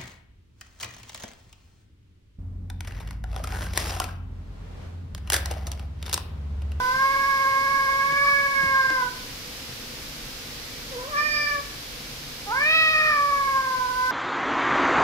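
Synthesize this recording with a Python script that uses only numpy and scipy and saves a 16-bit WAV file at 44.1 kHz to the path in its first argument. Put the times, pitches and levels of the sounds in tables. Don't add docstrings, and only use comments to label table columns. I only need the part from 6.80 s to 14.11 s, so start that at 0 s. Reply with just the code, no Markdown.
import sys
import numpy as np
from scipy import signal
from scipy.fft import rfft, irfft
from scipy.io import wavfile

SR = 44100
rng = np.random.default_rng(int(sys.argv[2]) if len(sys.argv) > 2 else 0)


def generate_wav(sig):
    pcm = np.round(np.clip(np.atleast_2d(sig).T, -1, 1) * 32767).astype(np.int16)
    wavfile.write(sys.argv[1], SR, pcm)


N = 322371
TIME = np.arange(N) / SR
FREQS = np.maximum(np.fft.rfftfreq(N, 1 / SR), 1)

# start/s, stop/s, attack/s, mouth level/dB, fundamental level/dB, resting jaw opening/0-1
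CALLS = [(-.3, 2.3, .05, -20.3, -40.7, .31), (4.1, 4.3, .1, -40, -42, .3),
         (4.27, 4.815, .1, -27, -42.5, .35), (5.655, 7.7, .065, -21.8, -43, .21)]
# t/s, f/Hz
YOWL_GLIDE = [(0.02, 503.4), (0.09, 507.4), (0.21, 538.3), (0.33, 546.0), (0.48, 550.1), (0.61, 542.1),
              (0.77, 541.9), (0.91, 551.0), (1.05, 544.0), (1.19, 547.9), (1.44, 566.0), (1.64, 558.1),
              (2.15, 524.4), (2.23, 498.9), (2.28, 495.1)]
ANSWER_GLIDE = [(4.12, 540.9), (4.13, 511.9), (4.162, 482.9), (4.24, 517.6), (4.272, 563.6), (4.29, 631.5),
                (4.328, 571.6), (4.432, 604.6), (4.748, 578.5), (4.77, 569.3)]
WAIL_GLIDE = [(5.7, 407), (5.726, 483), (5.81, 578), (5.878, 621), (5.944, 642), (6.278, 614), (6.38, 575),
              (6.47, 572), (7.054, 501), (7.3, 510)]
# f/Hz, weight with jaw shut/dB, weight with jaw wide/dB
LEFT_FORMANTS = [(980, 17, -29.5), (1315, 5, -10), (1682, -8.5, 13.5), (1940, -34.5, -9), (2230, -11, 8.5),
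                 (2630, -63, -7), (3100, -52, -20.5), (3900, -75, -15), (4600, -29, -26),
                 (5450, -29.5, -27), (6400, -57, -69)]
RIGHT_FORMANTS = [(1150, 2, -5), (1740, -9, 7.5), (2420, -24, 0), (3000, -37, -19), (4100, -39, -32),
                  (4700, -48, -2), (5400, -36, -11), (6500, -38, -30)]
# t/s, opening/s, hold/s, closing/s, extra opening/0-1
JAW_DROPS = [(1.2, .2, .38, .5, .15), (4.3, .26, .09, .17, .68), (5.72, .13, .42, .15, .6),
             (5.78, .1, .12, .16, .19), (7.14, .16, .2, .2, .19)]
# t/s, half-length/s, boost/dB
ACCENTS = [(1.47, .07, 3), (4.388, .022, 6.5), (4.56, .06, 3), (6.0, .12, 2)]
# t/s, half-length/s, extra roughness/0-1
WAIL_RASP = (6.26, .1, .48)
# t/s, level/dB, f/Hz, t60/s, tick against thud/dB
THUDS = [(1.321, -29, 160, 0.062, -3), (1.831, -31.5, 175, 0.14, -3), (1.866, -34, 75, .12, -10),
         (2.102, -31, 306, 0.12, 2.5), (2.889, -36.5, 125, 0.17, -20)]
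# f/Hz, relative level/dB
TONE_SHAPE = [(13, -30), (22, 2.5), (43, 1.5), (92, -6), (138, -3.5), (172, -11.5), (253, -3), (333, -10.5),
              (475, -15), (1020, -15), (2270, -13), (5170, -11.5), (8480, -24.5), (12100, -21.5),
              (15500, -26.5)]
# f/Hz, width/Hz, boost/dB
TONE_RESONANCES = [(120, 12, 1.5), (149.8, 8.2, 8.5), (252, 30, 0), (492.4, 94, 9.5), (2294, 8.8, 13)]
# f/Hz, left-right likeness/0-1
TONE_COHERENCE = [(130, 0.88), (290, 0.82), (640, .36), (1400, .05), (15000, .02)]
# f/Hz, left minus right/dB
TONE_PAN = [(100, 1), (700, 0.3), (2400, -1.2), (4400, -3), (8100, 3.5), (15000, 4)]

ROOM_SIZE, CAMERA = (3.183, 3.991, 2.46), (1.79, 2.71, 0.509)
LEFT_CAT, RIGHT_CAT = (1.571, 3.207, 0.421), (2.334, 3.118, 0.711)
MIC_OFFSET_M, SOUND_M_S = .07, 343
ROOM_T60_S, TAIL_DB = .52, -16.5
MIDDLE_HZ, LOW_VOICE_HZ, LOUDER_DB_PER_OCTAVE = 550, 485, 6
RELEASE_S, EDGE_DB = .07, -16
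STEADY_ROUGH, EDGE_ROUGH, SETTLE_S = .09, .18, .25
TREMBLE, EDGE_TREMBLE = .0045, .003


def yowl(call, glide, formants, fundamental_db_per_octave, jitter=0.027, shimmer=0.21,
         air_db=-29, air_hz=4600, full_voice_db=-27, fade_s=0.022):
    start_s, stop_s, _, _, fundamental_db, _ = call
    hz = np.interp(TIME, *np.transpose(glide))
    jaw, mouth_db, rough, tremble = effort(call, hz)
    fundamental_db += fundamental_db_per_octave * np.log2(np.maximum(hz, LOW_VOICE_HZ) / MIDDLE_HZ)
    hz = hz * (1 + tremble * band_noise(12, 28) + jitter * rough * band_noise(40, 116))
    pressure = 1 + shimmer * rough * band_noise(30, 120)
    phase = 2 * np.pi * np.cumsum(hz) / SR
    rolloff_db_per_octave = np.clip(full_voice_db - mouth_db, 0, 12)
    overtones, power = 0, 0
    for k in range(2, 12):
        shut_db, wide_db = along(formants, k * hz)
        formant_db = shut_db + np.clip(jaw, 0, 1) * (wide_db - shut_db)
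        gain = undb(formant_db - rolloff_db_per_octave * np.log2(k / 2))
        overtones += gain * np.sin(k * phase)
        power += gain ** 2
    air = undb(air_db + 2 * (mouth_db - mouth_db.max())) * band_noise(0.85 * air_hz, 1.16 * air_hz)
    mouth = undb(mouth_db) * (overtones / np.sqrt(power) + air)
    fundamental = undb(fundamental_db) * np.sin(phase)
    return np.sqrt(2) * (mouth + fundamental) * pressure * ramps(start_s, fade_s, stop_s, fade_s)


def effort(call, hz):
    start_s, stop_s, attack_s, level_db, _, resting_jaw = call
    gape = sum(size * ramps(s, opening, s + opening + hold + closing, closing)
               for s, opening, hold, closing, size in JAW_DROPS)
    envelope_db = EDGE_DB * (1 - ramps(start_s, attack_s, stop_s, RELEASE_S))
    accent_db = sum(boost_db * hump(s, half_s) for s, half_s, boost_db in ACCENTS)
    mouth_db = level_db + envelope_db + accent_db + LOUDER_DB_PER_OCTAVE * np.log2(hz / MIDDLE_HZ)
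    from_edge_s = np.maximum(np.minimum(TIME - start_s, stop_s - TIME), 0)
    unsettled = np.exp(-from_edge_s / SETTLE_S)
    rasp_s, rasp_half_s, rasp_rough = WAIL_RASP
    rough = STEADY_ROUGH + EDGE_ROUGH * unsettled + rasp_rough * hump(rasp_s, rasp_half_s)
    return resting_jaw + gape, mouth_db, rough, TREMBLE + EDGE_TREMBLE * unsettled


def room(voice, place, facing_db, pan_db, gain_db, wall_gain=0.86, tail_start_s=.07, max_bounces=11):
    cells = np.indices((15, 15, 15)).reshape(3, -1).T - 7
    cells = cells[np.abs(cells).sum(axis=1) <= max_bounces]
    bounces = np.abs(cells).sum(axis=1)
    images = cells * ROOM_SIZE + np.where(cells % 2, np.subtract(ROOM_SIZE, place), place)
    strength = wall_gain ** bounces * np.where(bounces, undb(-facing_db), 1)
    t = TIME[:SR]
    tail_envelope = np.clip(t / tail_start_s - .5, 0, 1) * decay(t, ROOM_T60_S)
    channels = []
    for side in (-1, 1):
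        distance = np.linalg.norm(images - CAMERA - [side * MIC_OFFSET_M, 0, 0], axis=1)
        delay_samples = np.rint(distance / SOUND_M_S * SR).astype(int)
        early = np.bincount(delay_samples, strength / distance, SR)
        tail = rng.standard_normal(SR) * tail_envelope
        response = early / np.linalg.norm(early) + undb(TAIL_DB) * tail / np.linalg.norm(tail)
        channels.append(undb(gain_db - side * pan_db / 2) * signal.fftconvolve(voice, response)[:N])
    return np.array(channels)


def bumps(tick_t60_s=.025):
    out = np.zeros(N)
    for s, db, hz, t60, tick_db in THUDS:
        age = np.maximum(TIME - s, 0)
        thud = (np.sin(2 * np.pi * hz * age) + 0.56 * band_noise(0.8 * hz, 2 * hz)) * decay(age, t60)
        tick = band_noise(505, 5000) * decay(age, tick_t60_s)
        out += undb(db) * (TIME >= s) * (thud + undb(tick_db) * tick)
    return out


def room_tone(mid_db=-39):
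    db, = along(TONE_SHAPE, FREQS)
    likeness, = along(TONE_COHERENCE, FREQS)
    pan_db, = along(TONE_PAN, FREQS)
    db += sum(boost / (1 + (2 * (FREQS - hz) / width) ** 2) for hz, width, boost in TONE_RESONANCES)
    mid, side = rfft(rng.standard_normal((2, N))) * undb(db)
    spread = np.sqrt((1 - likeness) / (1 + likeness))
    polarity = np.array([[1], [-1]])
    stereo = (mid + polarity * side * spread) * undb(polarity * pan_db / 2)
    return undb(mid_db) * irfft(stereo, N) / np.std(irfft(mid, N))


def undb(db):
    return 10 ** (np.asarray(db) / 20)


def along(rows, hz):
    points, *columns = np.transpose(rows)
    return [np.interp(np.log(hz), np.log(points), column) for column in columns]


def band_noise(lo_hz, hi_hz):
    sos = signal.butter(2, [lo_hz, hi_hz], "band", fs=SR, output="sos")
    noise = signal.sosfilt(sos, rng.standard_normal(N))
    return noise / np.sqrt(np.mean(noise ** 2))


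def decay(age_s, t60_s):
    return np.exp(-np.log(1000) * age_s / t60_s)


def hump(s, half_s):
    return np.exp(-((TIME - s) / half_s) ** 2)


def ramps(start_s, attack_s, stop_s, release_s):
    return np.clip(np.minimum((TIME - start_s) / attack_s, (stop_s - TIME) / release_s), 0, 1)


def scene():
    long_yowl, moan, cry, wail = CALLS
    left_voice = sum(yowl(call, glide, LEFT_FORMANTS, fundamental_db_per_octave=22)
                     for call, glide in [(long_yowl, YOWL_GLIDE), (wail, WAIL_GLIDE)])
    right_voice = sum(yowl(call, ANSWER_GLIDE, RIGHT_FORMANTS, fundamental_db_per_octave=-26)
                      for call in (moan, cry))
    left_cat = room(left_voice, LEFT_CAT, facing_db=3.5, pan_db=-2.0, gain_db=1.16)
    right_cat = room(right_voice, RIGHT_CAT, facing_db=1.5, pan_db=-0.5, gain_db=3.25)
    return left_cat + right_cat + bumps() + room_tone()


def record(dry):
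    return signal.sosfilt(signal.ellip(10, .2, 80, 15550, fs=SR, output="sos"), dry)


dry = scene()
out = record(dry)
generate_wav(out)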